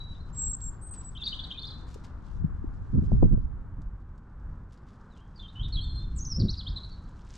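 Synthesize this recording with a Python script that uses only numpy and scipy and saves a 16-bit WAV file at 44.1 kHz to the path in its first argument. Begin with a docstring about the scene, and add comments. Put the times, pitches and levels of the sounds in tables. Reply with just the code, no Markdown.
"""A small songbird sings two phrases of whistles, scoops, slurs and buzzes in a yard with wooden fences.
It sits a little right of the microphone; each note is a wavering near sine, raspier the faster it glides.
Large birds rustle and tap in the wood chips, the fences echo them and the song, and far traffic hums.
Wind rumbles and thumps right on the microphone, which takes a few knocks as it swings.
After the strongest gust the stereo image narrows to mono."""
import sys
import numpy as np
from scipy import signal
from scipy.fft import rfft, irfft, next_fast_len
from scipy.io import wavfile

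SR = 44100
rng = np.random.default_rng(int(sys.argv[2]) if len(sys.argv) > 2 else 0)


def store_wav(level_fs):
    """Save 16-bit WAV to argv[1]."""
    pcm = np.round(np.clip(np.atleast_2d(level_fs), -1, 1) * 32767)
    wavfile.write(sys.argv[1], SR, pcm.T.astype(np.int16))


N = 325017
TIME = np.arange(N) / SR


def gain_of(db):
    """Decibels to a factor."""
    return 10 ** (np.asarray(db) / 20)


def unit_rms(x):
    """Scales to rms 1."""
    return x / np.sqrt(np.mean(x ** 2) + 1e-20)


def curve(rows):
    """Joins (time, value) rows by straight lines."""
    return np.interp(TIME, *np.transpose(rows))


def spectrum_at(rows, hz):
    """Reads (frequency, value) rows on a log-frequency axis."""
    f, value = np.transpose(rows)
    return np.interp(np.log(hz + 1), np.log(f + 1), value)


def add(mix, s, sound):
    """Mixes a sound in at time s."""
    part = mix[..., max(round(s * SR), 0):][..., :sound.shape[-1]]
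    part += sound[..., :part.shape[-1]]


def filtered(x, gain):
    """Filters x by a gain that is a function of frequency."""
    size = next_fast_len(x.shape[-1])
    return irfft(rfft(x, size) * gain(np.fft.rfftfreq(size, 1 / SR)), size)[..., :x.shape[-1]]


def rolloff(f, corner_hz, slope):
    """Low-pass gain, one half at the corner."""
    return 1 / (1 + (f / corner_hz) ** slope)


def wander(count, hz):
    """Smooth random drift of rms about 1 that moves at up to hz."""
    noise = rng.standard_normal(max(count, SR // 4) + 4096)
    return unit_rms(filtered(noise, lambda f: rolloff(f, hz, 4)))[:count]


def noise_pair(apart):
    """White noise at the microphone's two ports: a shared part, plus and minus an unshared one."""
    mid, side = rng.standard_normal((2, N))
    return np.array([mid + apart * side, mid - apart * side])


# Far traffic as it reaches the yard: (frequency [Hz], relative level [dB])
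TRAFFIC_SPECTRUM = [(30, 7), (180, 13.5), (300, 5.5), (420, -1), (650, -5.5), (1030, -0.5), (1550, -5),
                    (2000, -18), (2600, -27), (5000, -38), (14000, -38)]
# Its slow swell: (time [s], relative level [dB])
TRAFFIC_SWELL = [(0, -61.5), (1.9, -58), (3.7, -62.5), (7.37, -61.5)]
def traffic(level_db=8.5, apart=0.41, drift_db=1.0):
    """Far off: tyre roar near 1 kHz over a low engine hum, its treble lost to distance."""
    roar = unit_rms(filtered(noise_pair(apart), lambda f: gain_of(spectrum_at(TRAFFIC_SPECTRUM, f))))
    return gain_of(curve(TRAFFIC_SWELL) + level_db + drift_db * wander(N, 5.2)) * roar


# Gusts on the microphone: (time [s], level [dB])
GUSTS = [(0, -41.5), (.45, -38), (.9, -42), (2.28, -42.5), (2.41, -27), (2.5, -33), (2.88, -37),
         (2.96, -30.5), (3.27, -20), (3.52, -35.5), (4.3, -46.5), (4.55, -36.5), (4.75, -50), (5.47, -45.5),
         (5.62, -32), (6.45, -32), (6.7, -35.5), (7.37, -46.5)]
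def wind(corner_hz=72, low_hz=24, slope=2.48, lumps_db=2):
    """Turbulent rumble; while the microphone swings, each port gets its own gusts."""
    apart = curve([(2.1, 0.13), (2.4, 0.57), (3.4, 0.83), (4, 0.27)])
    rumble = lambda f: f / np.hypot(f, low_hz) * rolloff(f, corner_hz, slope) * rolloff(f, 360, 4)
    air = unit_rms(filtered(noise_pair(apart) / np.hypot(1, apart), rumble))
    return gain_of(curve(GUSTS) + lumps_db * wander(N, 21)) * air


# Eddies right at the ports: (centre time [s], length [s], level [dB])
EDDIES = [(2.952, 0.065, -25), (2.985, 0.038, -19.5), (3.032, 0.051, -27), (3.136, 0.079, -23),
          (3.249, 0.062, -17.5), (3.334, 0.074, -24), (3.379, 0.0258, -27.5), (3.795, 0.044, -38.5),
          (6.433, 0.18, -23)]
def thumps(edge_hz=172, slope=3.44, low_hz=40):
    """Single eddies hit the microphone as short, dull puffs."""
    out = np.zeros((2, N))
    dull = lambda f: f / np.hypot(f, low_hz) * rolloff(f, edge_hz, slope) * rolloff(f, 4.4 * edge_hz, 10)
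    for s, length, db in EDDIES:
        air = filtered(rng.standard_normal((2, SR // 2)), dull)
        swell = np.hanning(round(length * SR))
        puff = np.array([unit_rms(port[:len(swell)] * swell) for port in air])
        add(out, s - length / 2, gain_of(db) * puff)
    return out


# Bumps on the microphone's housing: (time [s], peak level [dB], pitch [Hz], rise [s])
JOLTS = [(1.958, -36.5, 426, 0.0076), (2.442, -15, 158, .005), (2.641, -27.5, 282, .005),
         (3.118, -24.5, 593, .001), (3.226, -10.5, 265.3, 0.00045), (3.23, -9.5, 380, 0.00054)]
def knocks(cycles=0.69, top_hz=1250, port_radians=1.6):
    """Each push swings back and dies in a cycle or two, out of step at the two ports."""
    out, t = np.zeros(N), np.arange(SR // 10) / SR
    for s, db, hz, rise_s in JOLTS:
        onset = 1 - np.exp(-(t / rise_s) ** 2)
        push = np.sin(2 * np.pi * hz * t) * np.exp(-t * hz / cycles) * onset
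        add(out, s, gain_of(db) * push / abs(push).max())
    return np.array([filtered(out, lambda f: np.exp(.5j * side * port_radians) * rolloff(f, top_hz, 10))
                     for side in (1, -1)])


# Which port faces the wind: (time [s], left minus right [dB])
WINDWARD_SIDE = [(2.15, 0.5), (2.4, 4), (2.7, 1), (2.92, -3.5)]
def buffeting():
    """Wind, thumps and knocks lean from left to right as the microphone swings."""
    balance = gain_of(np.outer([.5, -.5], curve(WINDWARD_SIDE)))
    return balance * (wind() + thumps() + knocks())


# How long the yard rings: (frequency [Hz], time to fall 60 dB [s])
YARD_DECAY = [(2500, 0.46), (4000, 0.66), (8000, 0.24)]
def yard_echo(x, early_db=-11, tail_db=-12, soft_hz=8200, slaps=8):
    """A few slaps off the nearby fences and shed, then a thin tail from the trees."""
    t = np.arange(SR) / SR
    reflections = rng.choice([-1., 1.], (2, SR)) * (rng.random((2, SR)) < 2000 / SR) * (t > .012)
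    hz, age_s, bands = signal.stft(reflections, SR, nperseg=256)
    decay = gain_of(-60 * age_s / spectrum_at(YARD_DECAY, hz)[:, None])
    tail = signal.istft(bands * decay, SR, nperseg=256)[1]
    echo = gain_of(tail_db) * tail / np.linalg.norm(tail[0])
    for delay in rng.uniform(0.0061, .065, slaps):
        for port in echo:
            add(port, delay + rng.uniform(0, 1e-4), gain_of([early_db]) / np.sqrt(slaps))
    # twigs and rough boards swallow the highest notes
    return filtered(signal.fftconvolve(x, echo, axes=1)[:, :N], lambda f: rolloff(f, soft_hz, 6))


def ring(x, hz, q):
    """One resonance of a wood chip."""
    return filtered(x, lambda f: 1 / (1 + 1j * q * (f / hz - hz / (f + 1))))


def snaps(count, per_s, spread_db=4.0):
    """Sparse clicks of rms 1 at both ports, most small and a few large."""
    size = gain_of(spread_db * np.minimum(rng.exponential(1, count), 3))
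    fires = rng.random(count) < per_s / SR
    return unit_rms(size * fires * (rng.choice([-1., 1.], count) + 0.23 * rng.standard_normal((2, count))))


# Large birds shuffling on the ground: (time [s], relative level [dB])
SHUFFLING = [(0, -75), (.7, -86), (1.18, -73), (1.28, -61), (1.42, -74.5), (1.65, -73), (2.15, -87),
             (2.27, -71), (2.45, -88), (3.2, -78), (3.6, -98.5), (5.45, -79), (7.22, -75.5), (7.36, -56)]
def rustle(level_db=4.0, clumps_db=3.0, per_s=45, q=3.6, hiss_db=-4, top_hz=11000):
    """Chips of many sizes crackle in clumps over a soft brushing of feathers."""
    crackle = unit_rms(sum(ring(snaps(N, per_s), hz, q) for hz in np.geomspace(2800, 8500, 9)))
    feathers = gain_of(hiss_db) * noise_pair(1)
    shuffle = filtered(feathers + .5 * crackle, lambda f: rolloff(f, top_hz, 10))
    return gain_of(curve(SHUFFLING) + level_db + clumps_db * wander(N, 20)) * shuffle


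# Beaks and feet in the chips: (time [s], relative level [dB], settling time [s], centre [Hz])
CRUNCHES = [(0.345, -61, 0.013, 5500), (0.604, -58.5, 0.0047, 6060), (0.938, -55, 0.01, 6100),
            (1.867, -61, 0.052, 4900), (2.037, -55, 0.013, 4740), (3.04, -63.5, 0.0087, 6730),
            (4.72, -62.5, 0.013, 5180), (4.864, -69, 0.053, 2940), (5.68, -59, 0.0078, 6000)]
def taps(level_db=7, snaps_per_s=1500, q=0.42):
    """Each tap is a crunch of tiny snaps that builds and settles."""
    out, t = np.zeros((2, N)), np.arange(SR // 4) / SR
    for s, db, settle_s, hz in CRUNCHES:
        force = gain_of(db + level_db) * np.sqrt(t / settle_s) * np.exp(-t / settle_s)
        add(out, s, ring(force * snaps(len(t), snaps_per_s), hz, q))
    return out


# Single clicks, centred between the ports: (time [s], relative peak level [dB], pitch [Hz])
CLICKS = [(1.653, -51.5, 7500), (1.943, -38.5, 7500), (3.818, -54.5, 6750), (4.178, -61, 5760),
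          (4.775, -57.5, 5090), (6.896, -56, 4300)]
def ticks(decay_s=0.0056, q=0.91):
    """A chip snaps or a beak clicks: one dry burst of noise."""
    out, t = np.zeros(N), np.arange(SR // 4) / SR
    for s, db, hz in CLICKS:
        click = ring(rng.standard_normal(len(t)) * np.exp(-t / decay_s), hz, q)
        add(out, s, gain_of(db) * click / abs(click).max())
    return out


# Tone of the wood chips at the microphone: (frequency [Hz], gain [dB])
CHIP_SPECTRUM = [(200, -14.5), (1500, 3.5), (5000, 2), (8400, -3.5), (10500, 3), (15000, -11)]
def ground_birds():
    """Large birds rustle, tap and tick, all coloured by the bed of chips."""
    return filtered(rustle() + taps() + ticks(), lambda f: gain_of(spectrum_at(CHIP_SPECTRUM, f)))


def syrinx(hz, loudness, waver=.005, jitter=0.025, flutter_db=1.5, grit_db=3.5, overtone_db=-40,
           raspy_hz_per_s=73000, pure_above_hz=6700, pure_after_s=0.24,
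           scatter=0.69, spread_s=.009, paths=10):
    """A wavering near sine, raspier the quicker it glides, reaching the microphone by several paths."""
    n = len(hz)
    glide_rasp = min(1, np.ptp(hz) * SR / n / raspy_hz_per_s) ** 2
    # short low notes are always a little hoarse
    hoarseness = 0.45 * rolloff(hz.mean(), pure_above_hz, 20) * rolloff(n / SR, pure_after_s, 2)
    rasp = max(glide_rasp, hoarseness)
    unsteady_hz = hz * (1 + jitter * rasp * wander(n, 700) + waver * wander(n, 42))
    phase = 2 * np.pi * np.cumsum(unsteady_hz) / SR
    swell = loudness * gain_of(flutter_db * wander(n, 70) + grit_db * rasp * wander(n, 220))
    direct = swell * (np.sin(phase) + gain_of(overtone_db) * np.sin(2 * phase))
    # copies off ground and branches beat against a quick slur; thin high notes scatter less
    heard = np.pad(direct, (0, SR // 30))
    share = scatter * min(1, (pure_above_hz / hz.mean()) ** 10)
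    for delay in rng.uniform(0, spread_s, paths):
        add(heard, delay, share / np.sqrt(paths) * direct)
    return heard * np.sqrt(np.sum(loudness ** 2) / np.sum(heard ** 2))


def progress(length):
    """Runs from 0 to 1 through a note."""
    return np.linspace(0, 1, round(length * SR))


def syllable(hz, db, taper=0.32):
    """A note that swells and fades softly along a pitch curve."""
    return syrinx(hz, gain_of(db) * unit_rms(signal.windows.tukey(len(hz), taper)))


def contour(rows, taper=0.055):
    """Start time and sound of a note that follows its own pitch and level."""
    s, hz, db = np.transpose(rows)
    t = np.arange(s[0], s[-1], 1 / SR)
    loudness = np.interp(t, s, gain_of(db)) * signal.windows.tukey(len(t), taper)
    return s[0], syrinx(np.interp(t, s, hz), loudness)


# Upper and lower voice of one note, a list each: (time [s], pitch [Hz], level [dB])
SYRINX_SIDES = [
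    [(5.803, 3890, -52.5), (5.825, 4370, -45), (5.868, 4250, -55), (5.995, 4157, -51.5), (6.013, 4090, -55)],
    [(5.83, 3630, -50.5), (5.9, 3495, -55.5), (6.06, 3600, -64.5)],
]
def two_voices(blend_db=-14, above_hz=5000):
    """Both sides of the syrinx drive each other, adding overtones at the sums of their pitches."""
    pair = np.zeros(N)
    for rows in SYRINX_SIDES:
        add(pair, *contour(rows))
    sum_tones = filtered(pair ** 2 / abs(pair).max(), lambda f: 1 - rolloff(f, above_hz, 10))
    return pair + gain_of(blend_db) * sum_tones


# Held notes: (time [s], length [s], pitch [Hz], level [dB])
HELD_NOTES = [(.53, 0.025, 7726, -35.5), (.607, 0.097, 7567, -42.5), (.809, .098, 8220, -50.5),
              (.906, 0.047, 8200, -45), (.955, 0.069, 7860, -50.5), (1.04, 0.065, 7865, -49),
              (1.19, 0.022, 2760, -60.5), (1.198, 0.022, 3730, -50), (1.238, 0.027, 4606, -45),
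              (1.546, .024, 2540, -60), (1.616, 0.012, 4580, -46), (1.724, 0.037, 4080, -56.5),
              (5.392, 0.033, 3600, -52), (5.425, 0.047, 3210, -53.5), (5.55, 0.06, 3005, -52.5),
              (5.766, 0.034, 3348, -40.5), (6.26, 0.03, 6220, -43.5), (6.903, 0.045, 4450, -58.5)]
def whistles(sag=0.021, bend=0.041, bend_s=.007):
    """Each bends up into its pitch, sinks a little and drops away."""
    for s, length, hz, db in HELD_NOTES:
        u = progress(length)
        ends = np.exp(-u * length / bend_s) + np.exp((u - 1) * length / bend_s)
        yield s, syllable(hz * (1 + sag * (.5 - u) - bend * ends), db)


# U-shaped notes of the warble: (time [s], length [s], lowest pitch [Hz], level [dB])
WARBLE_NOTES = [(1.149, 0.034, 3054, -48), (1.216, 0.027, 3430, -39), (1.263, 0.027, 3660, -33.5),
                (1.318, 0.036, 3010, -40.5), (1.39, 0.016, 3390, -38.5), (1.504, 0.022, 3077, -39.5),
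                (1.573, 0.025, 3490, -41.5), (1.629, 0.03, 3480, -42)]
def scoops(fall=.13, rise=0.38, dip_at=.46):
    """Each sinks gently, then flicks upward."""
    for s, length, hz, db in WARBLE_NOTES:
        u = progress(length) - dip_at
        lift = np.where(u < 0, fall * (u / dip_at) ** 2, rise * (u / (1 - dip_at)) ** 2)
        yield s, syllable(hz * (1 + lift), db)


# Buzzy notes: (time [s], length [s], start pitch [Hz], end pitch [Hz], vibrato depth [share], level [dB])
VIBRATO_NOTES = [(5.355, 0.059, 4950, 3860, .03, -61.5), (5.478, 0.026, 3460, 3960, 0.032, -56),
                 (5.592, 0.041, 3040, 3400, 0.021, -46.5), (5.627, 0.042, 3650, 3715, 0.059, -46.5),
                 (5.722, 0.048, 4420, 3760, 0.03, -42), (6.154, 0.051, 7870, 7080, 0.073, -57),
                 (6.759, 0.03, 4096, 3830, 0.037, -40), (6.831, 0.021, 4100, 4110, 0.039, -47.5)]
def buzzes(vibrato_hz=185):
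    """Each is a straight glide under a fast, uneven vibrato."""
    for s, length, from_hz, to_hz, depth, db in VIBRATO_NOTES:
        u = progress(length)
        glide = from_hz + (to_hz - from_hz) * u
        vibrato = np.sin(2 * np.pi * vibrato_hz * length * u + 2 * wander(len(u), vibrato_hz / 2))
        yield s, syllable(glide * (1 + depth * vibrato), db)


# Falling notes: (time [s], length [s], middle pitch [Hz], level [dB])
FALLING_NOTES = [(1.256, 0.023, 4270, -39), (1.374, 0.0086, 3930, -55), (1.436, 0.018, 3920, -43),
                 (1.667, 0.027, 4260, -49), (1.702, 0.027, 4000, -49), (6.175, 0.021, 6970, -46.5),
                 (6.245, 0.014, 6000, -44), (6.394, 0.0097, 4870, -39), (6.41, 0.013, 4300, -42.5),
                 (6.572, 0.048, 4190, -44.5)]
def slurs(typical_octaves=0.56, typical_s=0.022, growth=0.48, skew=1.5):
    """Each fall gathers speed; longer notes fall further."""
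    for s, length, hz, db in FALLING_NOTES:
        octaves = typical_octaves * (length / typical_s) ** growth
        yield s, syllable(hz * 2 ** (octaves * (.5 ** skew - progress(length) ** skew)), db)


# Notes that slide and arch, a list each: (time [s], pitch [Hz], level [dB])
SLIDING_NOTES = [
    [(0, 3896, -43), (.028, 3920, -56.5), (.142, 3895, -59.5)],
    [(.143, 3530, -62.5), (.222, 4216, -66.5)],
    [(.325, 7250, -72.5), (.36, 7570, -52), (.405, 7595, -33), (.51, 7640, -35.5), (.525, 7600, -37)],
    [(5.105, 4190, -76), (5.19, 2760, -75), (5.206, 3140, -73.5), (5.27, 3270, -71.5)],
    [(6.19, 5690, -55), (6.218, 6480, -42.5), (6.247, 6560, -49)],
    [(6.292, 5900, -44), (6.311, 5630, -41.5), (6.319, 5470, -34.5), (6.34, 4970, -53), (6.355, 5190, -36),
     (6.372, 5690, -50)],
    [(6.481, 3630, -56), (6.491, 4070, -34.5), (6.5, 4450, -37), (6.515, 6240, -58), (6.526, 5770, -71),
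     (6.545, 3670, -38.5)],
    [(6.657, 2990, -59), (6.669, 3300, -42), (6.68, 3770, -38.5), (6.688, 4680, -51), (6.708, 5570, -79),
     (6.725, 3800, -48.5)],
]
def songbird(left_lag_s=2.3e-5):
    """The whole song, from a little to the right: it reaches the left port later."""
    song = two_voices()
    for s, note in [*whistles(), *scoops(), *buzzes(), *slurs(), *map(contour, SLIDING_NOTES)]:
        add(song, s, note)
    left = filtered(song, lambda f: np.exp(-2j * np.pi * f * left_lag_s))
    return np.array([left, song])


def scene(song_db=1):
    """Birds in the yard, traffic far behind them, wind right on the microphone."""
    birds = gain_of(song_db) * songbird() + ground_birds()
    return birds + yard_echo(birds) + traffic() + buffeting()


def record(dry, left_db=1.56, narrow_from_s=3.49, narrow_db_per_s=36.5,
           dull_hz=8800, shelf_db=-15, edge_hz=15500):
    """A stereo microphone, keener on the left, dull in the top treble; its image closes to mono."""
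    left, right = dry * gain_of([[left_db / 2], [-left_db / 2]])
    width = gain_of(-narrow_db_per_s * np.maximum(TIME - narrow_from_s, 0))
    mid, side = (left + right) / 2, (left - right) / 2 * width
    shelf = lambda f: gain_of(shelf_db) + (1 - gain_of(shelf_db)) * rolloff(f, dull_hz, 20)
    ports = filtered(np.array([mid + side, mid - side]), shelf)
    band_limit = signal.firwin(511, edge_hz, window=("kaiser", 9), fs=SR)
    return signal.oaconvolve(ports, band_limit[None], "same")


dry = scene()
out = record(dry)
store_wav(out)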